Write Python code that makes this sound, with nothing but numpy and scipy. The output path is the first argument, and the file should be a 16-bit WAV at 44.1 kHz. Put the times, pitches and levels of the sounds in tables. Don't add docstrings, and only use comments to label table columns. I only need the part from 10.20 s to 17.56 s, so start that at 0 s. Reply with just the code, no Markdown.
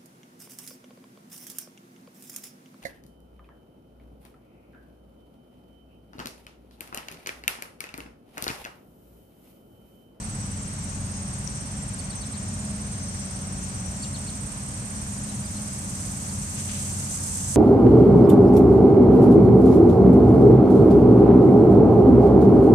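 import sys
import numpy as np
from scipy import signal
from scipy.fft import rfft, irfft
from scipy.io import wavfile
from scipy.ndimage import map_coordinates

SR = 44100
rng = np.random.default_rng(int(sys.argv[2]) if len(sys.argv) > 2 else 0)


def bounce(signal):
    frames = np.transpose(np.atleast_2d(signal))
    limited = np.clip(frames, -1, 1)
    pcm = np.round(limited * 32767).astype(np.int16)
    wavfile.write(sys.argv[1], SR, pcm)


N = 324576
T = np.arange(N) / SR
FREQS = np.maximum(np.fft.rfftfreq(N, 1 / SR), 1)


def from_db(db):
    return 10 ** (np.asarray(db) / 20)


def rms_one(x):
    return x / np.sqrt(np.mean(np.abs(x) ** 2) + 1e-20)


def read(rows, at):
    first, *columns = np.transpose(rows)
    return np.array([np.interp(at, first, c) for c in columns])


def over_hz(rows):
    hz, *columns = np.transpose(rows)
    return np.array([np.interp(np.log(FREQS), np.log(hz), c) for c in columns])


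def pan(lean_db):
    return from_db(np.array([[.5], [-.5]]) * lean_db)


def moment(s, half_s):
    return np.exp(-((T - s) / half_s) ** 2)


def drift(rate):
    knots = rng.standard_normal(1024)
    coarse = T[::64]
    return np.interp(T, coarse, map_coordinates(knots, [coarse * rate + 2], order=3, mode="wrap"))


def colour(white, density_db):
    return irfft(rfft(white) * from_db(density_db) * np.sqrt(SR / 2), N)


def band_of(white, rows):
    below = (.8 * rows[0][0] / FREQS) ** 12
    above = (FREQS / (1.2 * rows[-1][0])) ** 12
    skirts_db = -10 * np.log10((1 + below) * (1 + above))
    return colour(white, over_hz(rows) + skirts_db)


def tone(hz):
    return np.sqrt(2) * np.sin(2 * np.pi * (np.cumsum(hz) / SR + rng.random()))


def engines(deep_hz=55):
    # (frequency [Hz], density [dB per Hz])
    rumble = [(15, -93), (30, -74), (45, -60), (60, -57), (76, -59), (100, -55), (170, -60.5), (290, -68.5),
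              (350, -78), (470, -78), (900, -79.5), (1450, -84), (2400, -86), (3300, -89.5), (13000, -112)]
    # (frequency [Hz], likeness [-1 to 1])
    likeness = [(100, .98), (200, 0.94), (350, 0.81), (700, 0.39), (1300, -0.41), (2500, 0.089),
                (6000, -0.063)]
    # (frequency [Hz], left-right difference [dB])
    lean = [(100, 1), (1200, 1.9), (2400, 4.5), (5000, 0.5)]
    # (time [s], level [dB])
    deep_level = [(0, -2), (2.2, -1), (4.7, -3), (5.7, 0), (6.3, -4), (7.36, -1)]
    deep_db, = read(deep_level, T)
    alike = np.clip(over_hz(likeness)[0], -.999, .999)
    mid, side = rfft(rng.standard_normal((2, N)))
    air = mid + np.sqrt((1 - alike) / (1 + alike)) * side * [[1], [-1]]
    spectrum = air * from_db(over_hz(rumble)) * pan(over_hz(lean)) * np.sqrt(SR / 2)
    deep_share = 1 / (1 + (FREQS / deep_hz) ** 8)
    deep = irfft(spectrum * deep_share, N)
    upper = irfft(spectrum * (1 - deep_share), N)
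    return deep * from_db(deep_db) + upper


def pulling_engine():
    # (time [s], firing rate [Hz], level [dB])
    pull = [(0, 33, -48), (1.0, 35, -50), (1.5, 44.4, -48), (2.8, 57, -50), (3.5, 57.6, -44),
            (4.6, 57.4, -50), (5.8, 59.6, -55), (6.3, 58, -70)]
    hz, level_db = read(pull, T)
    return pan(.8) * from_db(level_db) * tone(hz)


def drones(wander_hz=1.132, flutter_db=1.36, fade_db=1.5):
    # (pitch [Hz], then relative levels of multiples 1, 2, 3, 4 [dB])
    machines = [(91.5, -3.5, -22, -24, -27.5), (135, -4, -20.5, -37, -25), (189.5, -1.5, -24, -20, -21.5),
                (208.9, -2.5, -46, -23.5, -46)]
    strengths_db = [-43, -42, -43, -41.5]
    # (time [s], its rough pitch [Hz], extra level [dB], half length [s])
    machine_swells = [(0.53, 91.5, 8.5, 0.39), (2.88, 91.5, 7.5, 0.28), (6.67, 91.5, 7.5, 0.9),
                      (2.46, 209.1, 6.5, 0.21), (5.05, 209.1, 6, 0.33), (3.37, 188.8, 4.5, 0.47)]
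    # (time [s], its rough pitch [Hz], extra level [dB], half length [s])
    overtone_swells = [(1.2, 574, 5, 0.43), (3.0, 626, 4.3, 1.1)]
    pitches = np.array(machines)[:, 0]
    levels_db = np.array([strength_db + fade_db * drift(3.567) for strength_db in strengths_db])
    for s, hz, extra_db, half_s in machine_swells:
        nearest = np.argmin(abs(pitches - hz))
        levels_db[nearest] += extra_db * moment(s, half_s)
    hum = np.zeros(N)
    for (hz, *partials_db), level_db in zip(machines, levels_db):
        for multiple, partial_db in enumerate(partials_db, 1):
            swell_db = sum(extra_db * moment(s, half_s) for s, swell_hz, extra_db, half_s in overtone_swells
                           if np.isclose(multiple * hz, swell_hz, rtol=.05))
            gain = from_db(level_db + partial_db + swell_db + flutter_db * drift(12))
            hum += gain * tone(multiple * hz + wander_hz * drift(10))
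    return pan(0.9) * hum


def far_insects():
    # (frequency [Hz], left density [dB per Hz], right density [dB per Hz])
    hiss = [(2860, -105, -105), (4250, -84.5, -86.5), (5000, -83, -89.5), (5800, -80.5, -87),
            (6270, -77.5, -80.5), (6870, -82, -87.5), (7400, -81, -84), (8450, -86, -73), (9500, -94, -88),
            (9840, -89, -84), (10450, -93.5, -91), (11930, -98, -92), (12000, -112, -108)]
    return band_of(rng.standard_normal((2, N)), hiss) * from_db(0.77 * drift(9.4))


def rustle(grain_db=1.0):
    # (frequency [Hz], left density [dB per Hz], right density [dB per Hz])
    rustle_colour = [(900, -79, -92), (1800, -79, -79), (2950, -74, -72.5), (5500, -75, -86),
                     (9000, -91, -93)]
    # (time of the peak [s], level [dB], rise [s], decay [s])
    rustles = [(6.38, -5.5, .02, 0.065), (6.492, -0.5, .004, 0.024), (6.55, -6, 0.032, 0.15)]
    swell = sum(from_db(db) * np.exp(np.minimum((T - s) / rise_s, (s - T) / decay_s))
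                for s, db, rise_s, decay_s in rustles)
    return band_of(rng.standard_normal((2, N)), rustle_colour) * swell * from_db(grain_db * drift(370))


def tick(lean_db=10, decay_s=.0005):
    # (time [s], pitch [Hz], level of the ring [dB], level of the snap [dB])
    tick_shape = (1.2757, 5900, -21, -31)
    s, hz, ring_db, snap_db = tick_shape
    age = np.maximum(T - s, 0)
    ring = (age / decay_s * np.exp(1 - age / decay_s)) ** 2 * np.sin(2 * np.pi * hz * age)
    burst = (age > 0) * np.exp(-age / decay_s) * rng.standard_normal(N)
    snap = signal.lfilter(*signal.butter(1, 11000, fs=SR), burst)
    return pan(lean_db) * (from_db(ring_db) * ring + from_db(snap_db) * snap)


def bird(lean_db=6, echo_db=-6, rasp_db=0.5):
    # (time from its top [s], pitch as a share of the top, level [dB])
    chip = [(-.016, .86, -35), (-.008, .94, -7), (0, 1, 0), (.005, .97, -1.5), (.010, .85, -6.5),
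            (.015, .74, -8.5), (.020, .65, -14), (.026, .58, -35)]
    # (time of the top [s], top pitch [Hz], level [dB], length as a share of the usual)
    chips = [(.685, 4170, -57, 1), (1.794, 4640, -46, 0.9), (1.906, 4620, -47, 0.93),
             (1.931, 4100, -52, 0.94), (2.018, 4600, -49, 1.1), (2.036, 4130, -48, .8),
             (2.141, 4180, -50, 1.2), (2.152, 4560, -50, 1.1), (3.833, 4570, -41, 1.1),
             (3.852, 2850, -54, 1.7), (3.951, 4440, -41.5, 1), (4.06, 2630, -56, 1.5),
             (4.084, 4440, -44.5, 1), (5.099, 4060, -51.5, 1.5), (5.249, 5000, -50, 2),
             (5.368, 4250, -52, 1.3), (6.099, 4550, -49, 0.9), (6.6, 5020, -45, .7)]
    song = np.zeros(N)
    for s, top_hz, level_db, length in chips:
        age = (T - s) / length
        during = (age > chip[0][0]) & (age < chip[-1][0])
        share, shape_db = read(chip, age[during])
        song[during] += from_db(level_db + shape_db) * tone(top_hz * share)
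    song *= from_db(rasp_db * drift(400))
    trees = rng.standard_normal((2, 8192)) * np.exp(-T[:8192] / 0.022)
    trees /= np.linalg.norm(trees, axis=1, keepdims=True)
    scattered = signal.fftconvolve(song[None], trees, axes=1)[:, :N]
    return pan(lean_db) * (song + from_db(echo_db) * scattered)


def chorus(buzz_share=0.72, flutter_db=0.56, evenness=0.32, scatter_db=4.5, ribs=5, rib_loss_db=1):
    # (time [s], tymbal cycles per second [Hz])
    leader_rate = [(0, 158), (5.3, 160.3), (6, 161.7), (6.6, 162.8), (7.36, 163.2)]
    # (cycle rate as a share of the leader's, left-right difference [dB], level [dB])
    singers = [(1, -3, 0), (1.056, 6, -7), (1.255, 2, -7)]
    # (frequency [Hz], half width [Hz], lift [dB])
    body_peaks = [(6240, 90, 4.5), (6990, 60, 5), (7460, 100, 6), (7850, 65, 7.5), (8330, 60, 3)]
    # (frequency [Hz], left density [dB per Hz], right density [dB per Hz])
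    chorus_colour = [(3000, -87, -100), (4400, -85.5, -90), (5080, -77, -82.5), (5700, -73, -80),
                     (6360, -71, -79), (6500, -69, -74), (6800, -71, -72), (7080, -75, -70),
                     (7500, -70.5, -68.5), (7830, -72, -69), (8100, -78, -71.5), (8300, -81, -69.5),
                     (9050, -74, -68.5), (9300, -74, -75), (9740, -79, -74.5), (10600, -82, -80),
                     (12400, -86, -83), (13300, -100, -104)]
    # (time [s], level [dB])
    swell = [(0, -40.5), (2, -33), (3, -21), (4, -13.5), (5, -9), (5.6, -5.5), (6.2, -3.5), (6.7, -1.1),
             (7.1, 1.2), (7.36, 2.5)]
    rate, = read(leader_rate, T)
    buzz = np.zeros((2, N))
    for rate_share, lean_db, level_db in singers:
        unsteady = 1 + .001 * drift(2) + .006 * drift(120)
        cycles = np.cumsum(rate * rate_share * unsteady) / SR
        rib = np.floor(cycles * ribs)
        rib_gain = from_db(-rib_loss_db * (rib % ribs))
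        clicks = np.diff(rib, prepend=0) * rib_gain * (evenness + rng.standard_normal(N))
        paths = rng.standard_normal((2, 2048)) * np.exp(-T[:2048] / 0.0092)
        paths *= from_db(scatter_db) / np.linalg.norm(paths, axis=1, keepdims=True)
        paths[[0, 1], rng.integers(0, 16, size=2)] += 1
        heard = signal.fftconvolve((clicks - clicks.mean())[None], paths, axes=1)[:, :N]
        buzz += pan(lean_db) * from_db(level_db) * rms_one(heard)
    blur = rng.standard_normal((2, N))
    song = np.sqrt(buzz_share) * rms_one(buzz) + np.sqrt(1 - buzz_share) * blur
    body_db = sum(lift_db / (1 + ((FREQS - hz) / half_hz) ** 2) for hz, half_hz, lift_db in body_peaks)
    song = irfft(rfft(song) * from_db(body_db), N)
    return band_of(song, chorus_colour) * from_db(read(swell, T)[0] + flutter_db * drift(30))


def near_cicada(wobble_hz=0.18, fade_db=1.5, shimmer_db=1.3, leaf_echo_db=-5.5, leaf_sways_per_s=6):
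    # (time [s], tymbal cycles per second [Hz])
    tymbal_hz = [(0, 200.4), (.75, 201.2), (1.25, 201.7), (2.25, 202.2), (3.25, 202.7), (4.3, 202.8),
                 (5.5, 202.3), (7.36, 202.5)]
    # (multiple of the tymbal rate, level [dB], left-right difference [dB])
    partials = [(25, -68.5, 7), (27, -65, 5), (28, -65.5, 18), (29, -63, 16.5), (30, -70, 18),
                (31, -62.5, 10.5), (33, -65.5, 13), (35, -61.5, -6.5), (37, -57.5, -0.5), (39, -60, -2),
                (41, -61.5, 5)]
    # (time [s], level [dB])
    buzz_level = [(0, 1), (4, 1.5), (4.6, -0.5), (5.2, 1.5), (5.9, -6), (7.36, -10)]
    # (time [s], multiple, extra level [dB], half length [s])
    partial_swells = [(.2, 39, 10, .35), (0.556, 37, 11.5, .3), (.8, 30, 6, .7), (.85, 33, 10, 0.63),
                      (.9, 25, 9, .1), (1.3, 28, 2.5, 0.64), (1.795, 37, 6.5, 0.5), (2.4, 35, 9, 0.27),
                      (2.35, 31, 7, 0.97), (3.0, 27, 8, 0.37), (3.2, 41, 9, .75), (3.602, 31, 5.5, 0.82),
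                      (3.753, 29, 5.5, 0.34), (3.8, 35, 8, 0.68), (3.853, 37, 10, 0.13), (4.1, 39, 0, .8),
                      (4.9, 33, 8, .15), (5.0, 35, 7.5, 0.46)]
    cycles = np.cumsum(read(tymbal_hz, T)[0] + wobble_hz * drift(25.22)) / SR
    loudness_db = read(buzz_level, T)[0] + shimmer_db * drift(35)
    out = np.zeros((2, N))
    for multiple, level_db, lean_db in partials:
        swell_db = sum(extra_db * moment(s, half_s) for s, which, extra_db, half_s in partial_swells
                       if which == multiple)
        gain = from_db(loudness_db + level_db + swell_db + fade_db * drift(9.9))
        phase = 2 * np.pi * (multiple * cycles + 0.52 * rng.random((2, 1)))
        detour = np.pi * np.array([drift(leaf_sways_per_s), drift(leaf_sways_per_s)])
        wave = np.sin(phase) + from_db(leaf_echo_db) * np.sin(phase + detour)
        out += pan(lean_db) * gain * np.sqrt(2) * wave
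    return out


def wing_tone(rates, shape, trill, start, slip_s, spread_hz, spread_db, rough_db):
    rate, = read(rates, T)
    strokes = np.cumsum(rate) / SR + start
    which = np.round(strokes).astype(int)
    late, sharp, strong, drawn_out = rng.standard_normal((200, 4))[which].T
    age = (strokes - which) / rate + slip_s * (.5 * late + drift(2))
    hz, level_db = read(shape, age * np.exp(-.05 * drawn_out))
    teeth_db = rough_db * drift(600)
    gain = from_db(read(trill, T)[0] + level_db + spread_db * strong + teeth_db)
    return gain * tone(hz + spread_hz * sharp)


def katydid(echo_s=.0105, echo_db=-17):
    # (time [s], wing strokes per second [Hz])
    stroke_rate = [(0.0, 18.35), (0.8, 18.37), (1.6, 18.15), (2.4, 18.32), (3.2, 18.15), (4.0, 18.13),
                   (4.8, 18.13), (5.6, 18.22), (6.4, 18.48), (7.36, 17.93)]
    rival_rate = [(0, 19.13), (1.3, 18.97), (2, 18.47), (2.9, 19.56), (3.5, 18.74), (4.1, 18.73),
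                  (4.38, 17.03), (4.7, 18.93), (5.2, 18.77), (5.6, 18.25), (7.36, 18.8)]
    # (time from its middle [s], pitch [Hz], level [dB])
    stroke = [(-.0115, 8750, -50), (-.010, 8770, -8), (-.006, 8790, -2.2), (-.001, 8825, 0),
              (.002, 8820, 0), (.004, 8730, -.7), (.006, 8470, -2.5), (.0085, 8080, -4.5),
              (.0105, 7780, -10), (.013, 7500, -50)]
    rival_stroke = [(-.017, 7950, -50), (-.011, 8130, -7), (-.005, 8390, -3), (0, 8530, 0),
                    (.004, 8440, -1.5), (.008, 8170, -6), (.012, 7850, -13), (.016, 7650, -50)]
    # (time [s], level [dB])
    near_trill = [(0, -34.3), (1, -34.2), (2, -33.8), (3, -33.8), (4, -34.2), (4.6, -33), (6, -33.4),
                  (7, -32.3), (7.36, -32.8)]
    rival_trill = [(0, -38), (.4, -50), (.9, -38), (2.8, -39), (3.3, -49), (4, -37), (4.8, -36.5),
                   (5.3, -54), (6, -56), (7.36, -47)]
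    # (frequency [Hz], left density [dB per Hz], right density [dB per Hz])
    scatter = [(7400, -100, -92), (7950, -87, -80), (8300, -82, -75.5), (8700, -80, -74), (8950, -93, -85),
               (9300, -108, -102)]
    near = wing_tone(stroke_rate, stroke, near_trill, start=.134, slip_s=.0002,
                     spread_hz=10, spread_db=.5, rough_db=1)
    rival = wing_tone(rival_rate, rival_stroke, rival_trill, start=.848, slip_s=.001,
                      spread_hz=30, spread_db=1.4, rough_db=1.8)
    echo = from_db(echo_db) * np.pad(near, (round(echo_s * SR), 0))[:N]
    direct = (near + echo + rival) * from_db([[-16], [0]])
    haze = band_of(rng.standard_normal((2, N)), scatter) * from_db(0.41 * drift(60))
    return direct + haze


def scene():
    traffic = engines() + pulling_engine() + drones()
    insects = far_insects() + chorus() + near_cicada() + katydid()
    return traffic + insects + rustle() + tick() + bird()


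def record(dry, cutoff_hz=14600):
    return signal.sosfilt(signal.ellip(10, .1, 80, cutoff_hz, fs=SR, output="sos"), dry)


dry = scene()
out = record(dry)
bounce(out)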